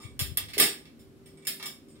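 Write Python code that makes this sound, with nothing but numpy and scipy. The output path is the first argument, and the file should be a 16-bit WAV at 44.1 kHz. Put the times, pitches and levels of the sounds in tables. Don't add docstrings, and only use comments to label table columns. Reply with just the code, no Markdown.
import sys
import numpy as np
from scipy import signal
from scipy.io import wavfile

SR = 44100
rng = np.random.default_rng(int(sys.argv[2]) if len(sys.argv) > 2 else 0)


def undo_db(level):
    steps = np.asarray(level, float) / 20
    return 10 ** steps


def persist_wave(psi):
    counts = np.round(np.clip(psi, -1, 1) * 32767).astype(np.int16)
    wavfile.write(sys.argv[1], SR, np.atleast_2d(counts).T)


N = 88200


def at_hz(points, hz):
    points_hz, values = np.transpose(points)
    return np.interp(np.log(hz), np.log(points_hz), values)


def rms_one(x):
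    return x / np.sqrt(np.mean(x ** 2) + 1e-20)


def band(x, low_hz, high_hz, order=2):
    sos = signal.butter(order, [low_hz, high_hz], "band", fs=SR, output="sos")
    return signal.sosfilt(sos, x + 1e-18)


def ring(x, hz, width_hz):
    radius = np.exp(-np.pi * width_hz / SR)
    angle = 2 * np.pi * hz / SR
    return signal.lfilter([0, np.sin(angle)], [1, -2 * radius * np.cos(angle), radius ** 2], x + 1e-18)


def noise_bank(size, gain, alike):
    edges_hz = 25 * 2 ** np.arange(0, 9.6, 0.5)
    white = rng.standard_normal((2, 2, size))
    out = 0
    for k, (low_hz, high_hz) in enumerate(zip(edges_hz, edges_hz[1:])):
        mid, side = band(white[k % 2], low_hz, high_hz)
        hz = np.sqrt(low_hz * high_hz)
        likeness = np.clip(alike(hz), -1, 1)
        stereo = np.sqrt(1 + likeness) * mid + np.sqrt(1 - likeness) * side * [[1], [-1]]
        out = out + gain(hz) * stereo
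    return out


def poles():
    knock_s = [.002, .0164, .0328, .1922, .199, .3719, .4853, .5352, .5806, .5993, .6205, .630, .8545,
               .9936, 1.259, 1.3733, 1.4242, 1.4511, 1.4699, 1.5983, 1.6267, 1.6581, 1.885, 1.955]
    # peak level in dB, rattle length in s, dull part in dB, ringing part in dB, focus in Hz
    knocks = [(-49.5, 0.016, 6, 4, 1215), (-47, 0.032, -4, 3.5, 850), (-45, 0.016, 4.5, 2.5, 2400),
              (-15, 0.002, -5.5, -3.5, 3500), (-18.5, 0.018, 0.5, -11.5, 6600),
              (-20, 0.0013, 4, -3.5, 3300), (-40.5, 0.022, 10, -2.5, 11000),
              (-31.5, 0.0061, 10.5, -8.5, 10000), (-8.5, 0.0038, -1, -6.5, 15000),
              (-8, 0.004, 4.5, -1, 8300), (-10.5, 0.014, 4, -11, 6800), (-12, 0.003, -16, -8, 1215),
              (-48.5, 0.0013, 11, -5.5, 2500), (-46.5, .02, -3.5, -5.5, 6000), (-47, 0.028, -0.5, -1, 9700),
              (-57.5, .005, 1.5, 8, 8850), (-56.5, 0.0026, 5, 6.5, 2130), (-39, 0.0033, -4, 5.5, 2600),
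              (-12.5, 0.0042, -2.5, -10.5, 3200), (-43, 0.0031, 15.5, -2.5, 1215),
              (-29, 0.0073, 8, -3.5, 2060), (-22.5, 0.0067, -2, -4.5, 6300), (-52, 0.023, -7, 5, 1930),
              (-60.5, .004, 10, 4, 1700)]
    tube_hz = np.array([1215, 2150, 2300, 2720, 3400, 3700, 4660, 5135, 5380, 7035, 7115, 8170, 8300, 8450])
    # bandwidth in Hz, level in dB
    tube_modes = [(37.8, -13), (90, -15.5), (70, -5), (80, -9.5), (90, -6), (70, -8.5), (50, -16),
                  (100, -0.5), (70, -10.5), (70, -6), (70, -12), (50, -8), (36.2, -5.5), (70, -6.5)]
    rattle_per_s, rattle_db, rattle_spread_db = 1300, -17, 3
    knock_db, strike_spread_db, low_modes_hz = 8, 2.5, 4000
    focus_gain_db, focus_octaves = 8, 0.19

    bright, dull = np.zeros((2, N + SR))
    modes = np.zeros((len(tube_modes), N + SR))
    t = np.arange(SR // 10) / SR
    for start_s, (peak_db, rattle_s, dull_db, ring_db, focus_hz) in zip(knock_s, knocks):
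        chance, polarity = rng.random((2, len(t)))
        excess = np.minimum(rng.exponential(1, len(t)), 4)
        strike_db = rng.normal(0, strike_spread_db, len(tube_modes))
        gate = 1 / (1 + (t / rattle_s) ** 8)
        clicks = (chance < rattle_per_s / SR) * np.sign(polarity - 0.5)
        clicks = clicks * undo_db(rattle_db + rattle_spread_db * excess) * gate
        clicks[0] = 1
        clicks = clicks * undo_db(peak_db + knock_db)

        octaves_off = np.log2(tube_hz / focus_hz)
        focus_db = focus_gain_db * np.exp(-(octaves_off / focus_octaves) ** 2)
        mode_db = ring_db + strike_db + dull_db * (tube_hz < low_modes_hz) + focus_db
        start = int(start_s * SR)
        at = slice(start, start + len(t))
        bright[at] += clicks
        dull[at] += clicks * undo_db(dull_db)
        modes[:, at] += clicks * undo_db(mode_db)[:, None]

    rings = sum(undo_db(level_db - 23) * ring(drive, hz, width_hz)
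                for drive, hz, (width_hz, level_db) in zip(modes, tube_hz, tube_modes))
    bright_clack = band(bright, 8500, 16500, order=3)
    dull_clack = band(dull, 1500, 5070, order=3)
    return (bright_clack + dull_clack + rings)[:N]


def snaps():
    snap_s = [
        .3729,
        .6008,
    ]
    snap_db = [
        10,
        15,
    ]
    left_db, body_db, echo_db, echo_t60_s = -6, -12.5, 0, 0.1

    clicks = np.zeros(N)
    for start_s, level_db in zip(snap_s, snap_db):
        clicks[int(start_s * SR)] = -undo_db(level_db)
    click = band(clicks, 10060, 14200) + undo_db(body_db) * band(clicks, 3300, 4900)

    t = np.arange(SR // 8) / SR
    decay = undo_db(-60 * t / echo_t60_s) * (t > 0.0008)
    echoes = rms_one(rng.standard_normal((2, len(t))) * decay) / np.sqrt(len(t))
    echoed = signal.fftconvolve(click[None], echoes, axes=1)[:, :N]
    return click * undo_db(np.array([[left_db], [0]])) + undo_db(echo_db) * echoed


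def thuds():
    # start in seconds, peak level in dB, pitch in Hz, 60 dB decay in s
    contacts = [
        (.571, -23.5, 432, 0.027),
        (.585, -32, 300, 0.098),
        (.607, -21.5, 417, 0.041),
        (0.611, -35, 163.2, 0.063),
        (.632, -31.5, 300, 0.039),
        (.6, -28, 607, 0.039),
    ]
    rise_s = 0.00067
    t = np.arange(N) / SR
    out = np.zeros(N)
    for start_s, peak_db, hz, ring_s in contacts:
        age_s = np.maximum(t - start_s, 0)
        envelope = (1 - np.exp(-age_s / rise_s)) * undo_db(-60 * age_s / ring_s)
        out += undo_db(peak_db) * np.sin(2 * np.pi * hz * age_s) * envelope
    return out


def yard(x):
    moves_s = [0, .19, .37, .533, .598, .619, .85, 1.25, 1.468, 1.596, 1.656, 1.88]
    # frequency in Hz, 60 dB decay in s
    yard_t60 = [(300, 0.38), (1500, 0.32), (5000, 0.3), (15000, 0.26)]
    # frequency in Hz, left-right likeness 0..1
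    yard_alike = [(300, 1), (700, .6), (2000, 0.077), (12000, 0.25)]
    level_db, rise_s = 8.5, 0.00068

    t = np.arange(SR // 3) / SR
    out = np.zeros((2, N + SR))
    cuts = [int(s * SR) for s in moves_s] + [N]
    for start, end in zip(cuts, cuts[1:]):
        tail = noise_bank(len(t), lambda hz: undo_db(-60 * t / at_hz(yard_t60, hz)),
                          lambda hz: at_hz(yard_alike, hz))
        tail = rms_one(tail * (1 - np.exp(-t / rise_s))) / np.sqrt(len(t))
        out[:, start:end + len(t) - 1] += signal.fftconvolve(x[None, start:end], tail, axes=1)
    return undo_db(level_db) * out[:, :N]


def wind():
    # centre in seconds, peak level in dB, pitch in Hz, length in s
    buffets = [
        (0.055, -31, 111, 0.0098),
        (0.188, -39, 80, 0.0061),
        (0.22, -18, 105.6, 0.0054),
        (0.246, -29, 65, 0.023),
        (0.292, -32, 78, 0.024),
        (0.319, -28, 115, 0.007),
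        (.342, -36, 70, 0.012),
        (0.44, -40, 90, 0.015),
        (0.568, -46, 75, 0.025),
    ]
    right_db = -23.5
    t = np.arange(N) / SR
    left = np.zeros(N)
    for centre_s, peak_db, hz, length_s in buffets:
        age_s = t - centre_s
        left += undo_db(peak_db) * np.cos(2 * np.pi * hz * age_s) * np.exp(-(age_s / length_s) ** 2)
    return left * undo_db(np.array([[0], [right_db]]))


def hum():
    # frequency in Hz, level in dB
    orders = [(155, -62.5), (232, -65.5), (270, -66), (310, -69), (388, -60)]
    halo_width_hz, level_db, steady_db = 3, -2.5, 2
    t = np.arange(N) / SR
    out = np.zeros(N)
    for hz, order_db in orders:
        white = rng.standard_normal(N + SR)
        halo = rms_one(ring(white, hz, halo_width_hz)[SR:])
        tone = undo_db(steady_db) * np.sin(2 * np.pi * hz * t)
        out += undo_db(order_db + level_db) * (halo + tone)
    return out


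def air():
    # frequency in Hz, relative density in dB per Hz
    floor_db = [(18, -53.5), (30, 11.5), (145, 1), (189, -28.5), (233, 3), (540, -10.5), (649, -21.5),
                (913, -19), (16000, -35)]
    # frequency in Hz, left-right likeness 0..1
    floor_alike = [(60, 0.088), (240, 0.84), (950, 0.23), (3770, 0.01), (15000, 0.03)]
    # time in seconds, level in dB
    breeze_points = [(0, -3.5), (.13, 7.5), (.5, 7), (.65, -12.5), (.87, -4), (1.1, 0.5), (1.3, -1),
                     (1.45, -14), (1.6, -8), (1.7, -5.5), (2, -1.5)]
    level_db, breeze_top_hz, settle = -50, 120, 4000
    breeze_db = np.interp(np.arange(-settle, N) / SR, *np.transpose(breeze_points))
    bands = noise_bank(N + settle, lambda hz: undo_db(at_hz(floor_db, hz) + breeze_db * (hz < breeze_top_hz)),
                       lambda hz: at_hz(floor_alike, hz))
    return undo_db(level_db) * rms_one(bands[:, settle:])


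def scene():
    pan_db, left_lag, thud_room_db = 2, 5, -8
    metal, thud = poles(), thuds()
    heard = metal + thud + yard(metal + undo_db(thud_room_db) * thud)
    heard = heard * undo_db(np.array([[-pan_db / 2], [pan_db / 2]])) + snaps()
    n = np.arange(N)
    heard[0] = np.interp(n - left_lag, n, heard[0])
    return heard + hum() + air() + wind()


def roll_off(x):
    return signal.sosfilt(signal.butter(12, 16800, fs=SR, output="sos"), x)


def record(dry):
    # frequency in Hz, width in Hz
    mic_dips = [(6200, 320), (7700, 100)]
    low_hz, top_hz, full_scale = 70, 15750, 1.5
    x = signal.sosfilt(signal.butter(3, low_hz, "high", fs=SR, output="sos"), dry)
    x = full_scale * np.tanh(x / full_scale)
    x = signal.sosfilt(signal.ellip(8, 0.5, 45, top_hz, fs=SR, output="sos"), x)
    for hz, width_hz in mic_dips:
        x = signal.lfilter(*signal.iirnotch(hz, hz / width_hz, SR), x)
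    return roll_off(x)


dry = scene()
out = record(dry)
persist_wave(out)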